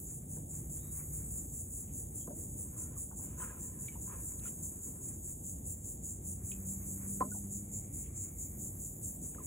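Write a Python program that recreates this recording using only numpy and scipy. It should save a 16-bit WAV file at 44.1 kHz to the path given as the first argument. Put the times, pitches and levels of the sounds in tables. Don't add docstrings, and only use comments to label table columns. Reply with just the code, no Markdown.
import sys
import numpy as np
from scipy import signal
from scipy.fft import rfft, irfft
from scipy.io import wavfile
from scipy.ndimage import uniform_filter1d

SR = 44100
rng = np.random.default_rng(int(sys.argv[2]) if len(sys.argv) > 2 else 0)


def transcribe(u):
    v = np.clip(np.atleast_2d(u).T, -1, 1)
    q = np.round(v * 32767).astype(np.int16)
    wavfile.write(sys.argv[1], SR, q)


N = 417186
TIME = np.arange(N) / SR
BINS = np.fft.rfftfreq(N, 1 / SR)

# [middle t/s, length t/s, relative level/dB]
THROBS = [(0.098, 0.15, -47.5), (0.338, 0.089, -44.5), (0.55, 0.11, -45), (0.745, 0.091, -44),
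          (0.962, 0.091, -43.5), (1.162, 0.068, -43.5), (1.36, 0.12, -44), (1.577, 0.1, -43),
          (1.764, 0.12, -44), (1.981, 0.096, -42.5), (2.192, 0.079, -42.5), (2.406, 0.1, -46),
          (2.61, 0.067, -44), (2.813, 0.079, -41.5), (3.005, 0.073, -40.5), (3.216, 0.097, -43.5),
          (3.422, 0.091, -42.5), (3.635, 0.085, -43.5), (3.84, 0.089, -44), (4.05, 0.095, -44.5),
          (4.261, 0.13, -45.5), (4.473, 0.075, -42), (4.659, 0.075, -41.5), (4.857, 0.073, -43),
          (5.067, 0.088, -43.5), (5.285, 0.087, -43.5), (5.485, 0.1, -44.5), (5.699, 0.085, -42.5),
          (5.888, 0.097, -43), (6.082, 0.093, -42), (6.293, 0.092, -41.5), (6.489, 0.093, -42),
          (6.703, 0.083, -40.5), (6.901, 0.078, -43.5), (7.127, 0.1, -42.5), (7.351, 0.099, -43.5),
          (7.548, 0.077, -41), (7.761, 0.076, -41.5), (7.983, 0.11, -42.5), (8.211, 0.11, -42.5),
          (8.425, 0.085, -42.5), (8.636, 0.091, -42.5), (8.843, 0.092, -43), (9.069, 0.08, -40.5),
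          (9.265, 0.086, -43), (9.475, 0.084, -42.5)]
# [t/s, level difference/dB]
BRIGHTNESS = [(0, 3.5), (1.799, 2.5), (4.2, 0.7), (6.1, 1), (7.7, 0.5), (9.4, 0)]
# [f/Hz, relative level per Hz/dB]
NEAR_TYMBAL_COLOUR = [(4500, -100.5), (5400, -37), (6100, -13.5), (6400, -12), (6570, -3), (6950, -1.5),
                      (7120, 3), (7170, -6.5), (7240, 8), (7290, -1), (7350, 4.5), (7480, 1), (7900, -4.5),
                      (8040, 2.5), (8160, 1), (8500, -1), (9200, 1), (10000, -6.5), (10600, -12),
                      (11500, -13.5), (12400, -16.5), (13300, -22), (14100, -14.5), (14800, -14),
                      (15700, -13.5)]
FAR_TYMBAL_COLOUR = [(4500, -100), (5750, -31.5), (6150, -18), (6550, -1.5), (7350, -2.5), (8300, 0.5),
                     (10500, -8), (15700, -21)]
CHORUS_COLOUR = [(4500, -101.5), (5700, -22.5), (6100, -28.5), (6550, 1), (7350, -0.5), (7800, 1.5),
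                 (8900, 5.5), (10400, -6), (13000, -3.5), (14300, -6), (15700, -17.5)]
KATYDID_COLOUR = [(9000, -75), (10500, 10.5), (11500, 9.5), (12800, 11.5), (14200, 9.5), (15700, 0)]
# [start t/s, end t/s, level/dB]
BUZZES = [(-.3, 0.099, -51.5), (.5, 1.25, -58), (6.355, 7.237, -56), (8.17, 9.22, -54.5)]

# [t/s, level/dB, starting f/Hz, glide/octaves per s, swell t/s, fade t/s]
CLUCKS = [(2.273, -50, 1050, -5, 0.0024, 0.0041), (2.3, -43, 558, 4, 0.017, 0.013),
          (7.204, -37.5, 532, 3.5, 0.0038, 0.025), (7.206, -23, 993, 6, 0.0087, 0.0047),
          (7.217, -26.5, 1026, 4.5, 0.0079, 0.0046), (7.246, -51, 1070, -5, 0.011, 0.0037),
          (7.311, -50, 1453, 1.5, 0.013, 0.0071), (9.382, -47, 1220, -1, 0.0041, 0.004),
          (9.401, -49.5, 1070, -5, 0.0039, 0.0099)]
# [t/s, level/dB, pitch factor, tilt/dB per octave]
SPLATS = [(.365, -53, 1.25, -2), (2.278, -44.5, 0.93, -2.5), (2.303, -48.5, 1.22, -5),
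          (3.11, -58.5, 1.15, 5), (7.204, -35, 0.972, 6.5), (9.35, -52.5, 1.25, -6), (9.386, -56, 1.04, -8)]
# [f/Hz, width f/Hz, relative level/dB, burst fade t/s]
SPLAT_MODES = [(400, 450, 0, 0.018), (766, 120, -8, 0.012), (1210, 680, -14.5, 0.015),
               (262, 36, -6.5, 0.058)]
# [t/s, impact peak level/dB, impact f/Hz, impact width f/Hz, bubble level before its envelope/dB,
#  bubble f/Hz, echo level against the drop/dB]
DRIPS = [(3.884, -42, 3100, 2200, -41, 2290, -15), (6.517, -41.5, 2960, 860, -47, 2535, -5)]
# [t/s, level/dB, resonance f/Hz, width f/Hz, burst fade t/s]
TICKS = [(2.273, -60, 1250, 1200, 0.0039), (2.764, -62, 1150, 500, .012), (2.962, -58, 1090, 500, 0.013),
         (3.11, -59, 920, 800, 0.021), (3.192, -61, 970, 500, 0.021), (3.412, -62, 3120, 300, 0.0094),
         (3.417, -49, 1310, 450, 0.023), (3.492, -54, 1630, 250, 0.015), (3.952, -52, 920, 400, 0.012),
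         (4.096, -53, 1070, 500, .008), (4.14, -61, 1200, 800, 0.008), (4.395, -57.5, 4230, 1900, 0.0025),
         (4.453, -52.5, 1400, 250, 0.01), (4.473, -62, 3000, 700, 0.0089), (7.203, -55, 1910, 1000, 0.013),
         (7.344, -51.5, 750, 396, 0.016), (9.347, -52, 1500, 1000, .002)]
# [middle t/s, length t/s, level/dB, ring f/Hz, crisp share/0-1]
RUBS = [(1.905, 0.059, -76.5, 2880, .95), (2.824, 0.27, -66, 1310, 0.02), (3.3, 0.13, -63.5, 1410, 0.1),
        (3.473, 0.14, -53, 1550, 0.03), (3.627, 0.51, -68.5, 1730, 0.04), (3.916, 0.11, -70, 3070, 0.5),
        (4.139, 0.11, -54.5, 1110, 0.01), (4.305, 0.47, -68.5, 1050, 0), (4.462, 0.067, -60, 2210, 0.34),
        (4.867, 0.55, -72.5, 1000, 0.03), (8.06, 0.047, -73, 3080, 0.95), (9.396, 0.12, -70.5, 2180, 0.13)]
# [f/Hz, relative level per Hz/dB]
DULL_RUB_COLOUR = [(250, -18), (470, 13.5), (760, -10.5), (1020, 13), (1130, 1.5), (1300, 4), (1520, 0),
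                   (1640, 1), (1850, -2.5), (2600, -10.5), (3600, -63), (9000, -88)]
CRISP_RUB_COLOUR = [(500, -33), (1100, -5), (1600, -5), (2100, 3.5), (2700, 3), (3400, -5.5), (4200, -9),
                    (5000, -88), (9000, -90)]
# [f/Hz, gain level/dB]
NEAR_COLOUR = [(3700, -0.5), (4300, -4.5), (4700, -17), (5400, -15), (6200, -1)]

# [middle t/s, length t/s, level/dB, settled f/Hz, depth of upward scoop f/Hz]
BIRD_NOTES = [(0.85, 0.14, -77.5, 3780, 580), (2.226, 0.041, -75, 3230, 18)]
# [middle t/s, length t/s, level/dB, first f/Hz, last f/Hz]
DRONES = [(.7, 1.62, -51.5, 151.7, 150), (7.1, 1.25, -46, 95.82, 99.8)]
# [multiple of the pitch, relative level/dB]
EARLY_DRONE_PARTIALS = [(1, 3), (2, -16.5)]
LATE_DRONE_PARTIALS = [(1, -4), (2, -0.5), (3, -14.5), (4, -20)]
# [middle t/s, length t/s, level/dB]
HISS_SWELLS = [(0.977, 0.68, -77.5), (6.556, 0.37, -78.5), (6.98, 0.29, -71.5), (8.16, 0.66, -85),
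               (9.462, 0.2, -78)]
AIRY_SWELLS = [(6.8, 0.97, -92), (8.1, 0.89, -79)]
# [f/Hz, relative level per Hz/dB]
HISS_COLOUR = [(600, 1), (1100, 11.5), (1500, 6), (1850, 5.5), (2300, 5.5), (2900, -11.5), (4500, -53),
               (9000, -55)]
AIR_COLOUR = [(50, -25.5), (100, -1), (135, 1.5), (200, -1), (240, -4.5), (310, -7.5), (400, -13),
              (550, -17), (850, -25.5), (1300, -48), (2400, -49.5), (3800, -43), (4700, -60.5),
              (9000, -84.5)]
RUMBLE_COLOUR = [(15, -41.5), (25, -18.5), (36, -14), (47, -4.5), (59, 3.5), (72, -2), (90, 2.5), (115, -8),
                 (160, -22.5), (400, -91.5)]
# [t/s, level/dB]
RUMBLE_LEVEL = [(0, -49.5), (4.9, -51), (5.7, -48.5), (9.46, -50.5)]

# [f/Hz, likeness/0-1, clipped at 1]
LIKENESS = [(60, 1), (200, 0.98), (330, 0.91), (550, 0.022), (2500, 0.65), (4500, 1), (6500, 0.94),
            (11000, 1), (13300, .99), (15000, 0.98)]
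# [f/Hz, phase/radians]
PORT_PHASE = [(0, 0), (430, .05), (700, 1.2), (2300, 0), (4600, 3.1), (6200, 6.1), (7000, 6.35),
              (8950, 9.4), (10700, 12.4), (11500, 12.8), (13200, 15.7), (15000, 18.7), (16000, 18.9)]


def cicada(level_db=1.27, lead_s=0.0016, edge_s=0.006, slower_fall=1.7, climb_db_per_s=24, rest_db=-64,
           click_db=-6, scatter_db=-5.0, echo_db=-7, echo_t60=0.56):
    lift = np.zeros(N)
    t = TIME[:SR // 5] - TIME[SR // 10]
    for middle, length, db in THROBS:
        throb = gain_of(db + level_db + climb_db_per_s * t) * swell(t, length, edge_s, slower_fall)
        add(lift, middle + t[0] - lead_s, throb)
    opening = (gain_of(rest_db) + lift) * tremble(rate=47, depth_db=0.5)
    song = gain_of(click_db) * opening * coloured(tymbal_clicks(), NEAR_TYMBAL_COLOUR)
    keep = gain_of(-120 / (echo_t60 * SR))
    trail = signal.lfilter([1 - keep], [1, -keep], opening ** 2, zi=[np.mean(opening ** 2)])[0]
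    scattered_power = (gain_of(scatter_db) * opening) ** 2
    echo_power = gain_of(echo_db) ** 2 * abs(trail)
    smear = diffuse(NEAR_TYMBAL_COLOUR, np.sqrt(scattered_power + echo_power))
    heard = brightened(ports(song, np.zeros(N)) + smear)
    return patchy(heard, patch_hz=150, patch_s=.055, depth_db=2.5)


def tymbal_clicks(cycle_hz=100, drift=.005, rib_gap_s=.00133, jitter_s=.00009, rib_fade_db=3.5,
                  uneven_db=1.0, weaker_db=4.5, ribs=4):
    turns = np.cumsum(2 * cycle_hz * (1 + drift * wander(4))) / SR
    starts = TIME[1:][np.diff(np.floor(turns)) > 0]
    late, size = rng.standard_normal((2, len(starts), ribs))
    rib = np.arange(ribs)
    side = np.arange(len(starts))[:, None] % 2
    at = np.round((starts[:, None] + rib * rib_gap_s + jitter_s * late) * SR).astype(int)
    strength = gain_of(uneven_db * size - rib_fade_db * rib - weaker_db * side)
    return np.bincount(np.maximum(at, 0).ravel(), strength.ravel(), N)[:N]


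def brightened(x, split_hz=8050, blend_hz=350):
    t, tilt_db = np.transpose(BRIGHTNESS)
    tilt = gain_of(np.interp(TIME, t, tilt_db) / 2) * tremble(rate=5.6, depth_db=0.74)
    upper = irfft(rfft(x) * (.5 + .5 * np.tanh((BINS - split_hz) / blend_hz)), N)
    return upper * tilt + (x - upper) / tilt


def second_cicada(level_db=-56, throbs_per_s=5.1, drift=0.07, length_s=0.058, edge_s=0.021):
    turns = rng.random() + np.cumsum(throbs_per_s * (1 + drift * wander(0.97))) / SR
    from_middle = (turns - np.round(turns)) / throbs_per_s
    return diffuse(FAR_TYMBAL_COLOUR, gain_of(level_db) * swell(from_middle, length_s, edge_s))


def chorus(level_db=-52, swell_db=2.8):
    sizzle = diffuse(CHORUS_COLOUR, gain_of(level_db) * tremble(rate=0.76, depth_db=swell_db))
    return patchy(sizzle, patch_hz=300, patch_s=.05, depth_db=2.5)


def katydid(rise_s=0.24, stop_s=0.074, stroke_hz=70, uneven=0.26, depth=0.35):
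    level = np.zeros(N)
    for start, end, db in BUZZES:
        level += gain_of(db) * np.clip((TIME - start) / rise_s, 0, 1) * np.clip((end - TIME) / stop_s, 0, 1)
    stroke_turns = np.cumsum(stroke_hz * (1 + uneven * wander(30))) / SR
    strokes = 1 + depth * np.sin(2 * np.pi * stroke_turns)
    return diffuse(KATYDID_COLOUR, level * strokes)


def clucks(rough_db=2.0, wobble=0.0094):
    out = np.zeros(N)
    t = TIME[:SR // 4]
    shake = tremble(rate=210, depth_db=rough_db)
    bend = 1 + wobble * wander(130)
    for start, db, hz, glide, rise, fade in CLUCKS:
        here = np.minimum(round(start * SR) + np.arange(len(t)), N - 1)
        shape = np.sin(np.pi / 2 * np.minimum(t / rise, 1)) ** 2 * np.exp(-np.maximum(t - rise, 0) / fade)
        turns = np.cumsum(hz * bend[here] * 2 ** (glide * t)) / SR
        add(out, start, gain_of(db) * shape * shake[here] * np.sin(2 * np.pi * turns))
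    return out


def splats():
    out = np.zeros(N)
    pivot_hz = SPLAT_MODES[0][0]
    for start, db, pitch, tilt_db in SPLATS:
        for hz, width, mode_db, fade in SPLAT_MODES:
            tilted_db = tilt_db * np.log2(hz / pivot_hz)
            add(out, start, knock(db + mode_db + tilted_db, hz * pitch, width, fade))
    return out


def drips(bubble_swell_s=0.0009, bubble_fade_s=0.0064, echo_t60=.13):
    out = np.zeros(N)
    t = TIME[:SR // 10]
    for start, impact_db, impact_hz, width, bubble_db, bubble_hz, echo_db in DRIPS:
        drop = np.zeros(N)
        impact = resonate(1.0 * (t == 0), impact_hz, width)
        shape = (1 - np.exp(-t / bubble_swell_s)) * np.exp(-t / bubble_fade_s)
        bubble = shape * np.sin(2 * np.pi * bubble_hz * t)
        add(drop, start, gain_of(impact_db) * impact / abs(impact).max() + gain_of(bubble_db) * bubble)
        out += drop + gain_of(echo_db) * woods(drop, t60=echo_t60)
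    return out


def ticks(snap_hz=3230, snap_width_hz=1500, snap_fade_s=.0014, snap_db=-5, snap_db_per_octave=9):
    out = np.zeros(N)
    for start, db, hz, width, fade in TICKS:
        this_snap_db = db + snap_db + snap_db_per_octave * np.log2(hz / snap_hz)
        snap = knock(this_snap_db, snap_hz, snap_width_hz, snap_fade_s)
        add(out, start, knock(db, hz, width, fade) + snap)
    return out


def friction(slips_per_s=900, smooth=.9):
    slips = (rng.random(N) < slips_per_s / SR) * rng.choice([-1, 1], N)
    return evened(slips) + smooth * rng.standard_normal(N)


def rustle(edge_share=0.17, patchy_db=2.0, ring_drift=0.087, ring_width_hz=140, ring_db=-11):
    strokes = [gain_of(db) * swell(TIME - middle, length, edge_share * length)
               for middle, length, db, _, _ in RUBS]
    power = np.array(strokes) ** 2
    _, _, _, ring_hz, crisp = np.transpose(RUBS)
    crisp = np.clip(crisp, 0, 1)
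    pitch = ring_hz[power.argmax(0)] * (1 + ring_drift * wander(13))
    ring = evened(resonate(friction(), pitch, ring_width_hz))
    dull = np.sqrt((1 - crisp) @ power) * coloured(friction(), DULL_RUB_COLOUR)
    sharp = np.sqrt(crisp @ power) * coloured(friction(), CRISP_RUB_COLOUR)
    rubbed = dull + sharp + gain_of(ring_db) * np.sqrt(power.sum(0)) * ring
    return patchy(rubbed * tremble(rate=19, depth_db=patchy_db), patch_hz=300, patch_s=.04, depth_db=1.9)


def nearby(x, right_db=1, echo_db=-14):
    x = irfft(rfft(x) * gain_of(read(NEAR_COLOUR)), N)
    late = np.minimum(2 * np.pi * BINS * .0003, 1.15)
    right = gain_of(right_db) * irfft(rfft(x) * np.exp(-1j * late), N)
    echo = np.array([woods(x, t60=.12), woods(x, t60=.12)])
    return np.array([x, right]) + gain_of(echo_db) * echo


def bird(width_hz=260, scoop_s=0.018, edge_share=0.16):
    out = np.zeros(N)
    for middle, length, db, hz, scoop_hz in BIRD_NOTES:
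        since_start = np.maximum(TIME - middle + length / 2, 0)
        pitch = hz - scoop_hz * np.exp(-since_start / scoop_s)
        whistle = evened(resonate(rng.standard_normal(N), pitch, width_hz))
        out += gain_of(db) * swell(TIME - middle, length, edge_share * length) * whistle
    return out


def drone(row, partials, edge_s=0.15, glide_s=0.2, waver=0.0046, flutter_db=1.1):
    middle, length, db, first_hz, last_hz = row
    hz = first_hz + (last_hz - first_hz) * (.5 + .5 * np.tanh((TIME - middle) / glide_s))
    turns = np.cumsum(hz * (1 + waver * wander(21.3))) / SR
    level = gain_of(db) * swell(TIME - middle, length, edge_s) * tremble(rate=11.0, depth_db=flutter_db)
    hum = sum(gain_of(part_db) * np.sin(2 * np.pi * round(k) * turns) for k, part_db in partials)
    return level * evened(hum)


def hiss(rest_db=-80.5, edge_s=0.089, airy_hz=2220, airy_width_hz=430):
    swells = sum(gain_of(db) * swell(TIME - middle, length, edge_s) for middle, length, db in HISS_SWELLS)
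    airy = sum(gain_of(db) * swell(TIME - middle, length, edge_s) for middle, length, db in AIRY_SWELLS)
    left, right = (airy * evened(resonate(rng.standard_normal(N), airy_hz, airy_width_hz)) for _ in range(2))
    level = (gain_of(rest_db) + swells) * tremble(rate=13, depth_db=3.1)
    return ports(left, right) + diffuse(HISS_COLOUR, level)


def woodland_air(level_db=-50.5):
    return diffuse(AIR_COLOUR, gain_of(level_db) * tremble(rate=6.7, depth_db=1.0))


def rumble():
    level = gain_of(np.interp(TIME, *np.transpose(RUMBLE_LEVEL)))
    return diffuse(RUMBLE_COLOUR, level * tremble(rate=1.7, depth_db=1.0))


def diffuse(spectrum, level):
    left, right = (level * coloured(rng.standard_normal(N), spectrum) for _ in range(2))
    return ports(left, right)


def ports(shared, other, bass_db=.5):
    same = np.clip(read(LIKENESS), 0, 1)
    lag = np.exp(-1j * np.interp(BINS, *np.transpose(PORT_PHASE)))
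    right = (same * rfft(shared) + np.sqrt(1 - same ** 2) * rfft(other)) * lag
    right = right * gain_of(bass_db * (BINS < 500))
    return np.array([shared, irfft(right, N)])


def woods(x, t60):
    t = TIME[:SR // 2]
    taps = rng.standard_normal(len(t)) * (rng.random(len(t)) < .1) * gain_of(-60 * t / t60)
    return signal.oaconvolve(x, taps / np.linalg.norm(taps))[:N]


def patchy(x, patch_hz, patch_s, depth_db):
    hz, t, z = signal.stft(x, SR, nperseg=512, noverlap=384)
    field = rng.standard_normal((len(hz), len(t)))
    field = uniform_filter1d(field, max(round(patch_hz / hz[1]), 1), axis=0)
    field = evened(uniform_filter1d(field, max(round(patch_s / t[1]), 1), axis=1))
    return signal.istft(z * evened(gain_of(depth_db * field)), SR, nperseg=512, noverlap=384)[1][..., :N]


def knock(db, hz, width, fade):
    t = TIME[:SR // 4]
    burst = rng.standard_normal(len(t)) * np.exp(-t / fade)
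    for _ in range(2):
        burst = resonate(burst, hz, 1.08 * width)
    return gain_of(db) * burst * np.sqrt(fade * SR / 2) / np.linalg.norm(burst)


def resonate(x, hz, width):
    turn = np.exp(2j * np.pi * np.cumsum(hz * np.ones(len(x))) / SR)
    r = np.exp(-np.pi * width / SR)
    smoothed = signal.lfilter([(1 - r) ** 2], [1, -2 * r, r * r], x / turn + 1e-18)
    return 2 * (turn * smoothed).real


def swell(t, length, edge, slower_fall=1):
    rise = .5 + .5 * np.tanh((length / 2 + t) / (2 * edge))
    return rise * (.5 + .5 * np.tanh((length / 2 - t) / (2 * edge * slower_fall)))


def tremble(rate, depth_db):
    return gain_of(depth_db * wander(rate))


def wander(rate):
    return evened(irfft(rfft(rng.standard_normal(N)) * np.exp(-(BINS / rate) ** 2), N))


def coloured(x, spectrum):
    return evened(irfft(rfft(x) * gain_of(read(spectrum)), N))


def read(points):
    hz, value = np.transpose(points)
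    return np.interp(np.log(BINS + 1), np.log(hz + 1), value)


def evened(x):
    return x / np.sqrt(np.mean(x ** 2) + 1e-20)


def gain_of(db):
    return 10 ** (np.asarray(db) / 20)


def add(mix, start, sound):
    part = mix[max(round(start * SR), 0):][:len(sound)]
    part += sound[:len(part)]


def scene():
    insects = cicada() + second_cicada() + chorus() + katydid()
    near = nearby(clucks() + splats() + drips() + ticks() + rustle())
    drones = drone(DRONES[0], EARLY_DRONE_PARTIALS) + drone(DRONES[1], LATE_DRONE_PARTIALS)
    return insects + near + bird() + drones + hiss() + woodland_air() + rumble()


def record(dry, edge_hz=15800):
    edge = signal.firwin(1023, edge_hz, window=("kaiser", 9), fs=SR)
    return signal.oaconvolve(dry, edge[None], "same")


dry = scene()
out = record(dry)
transcribe(out)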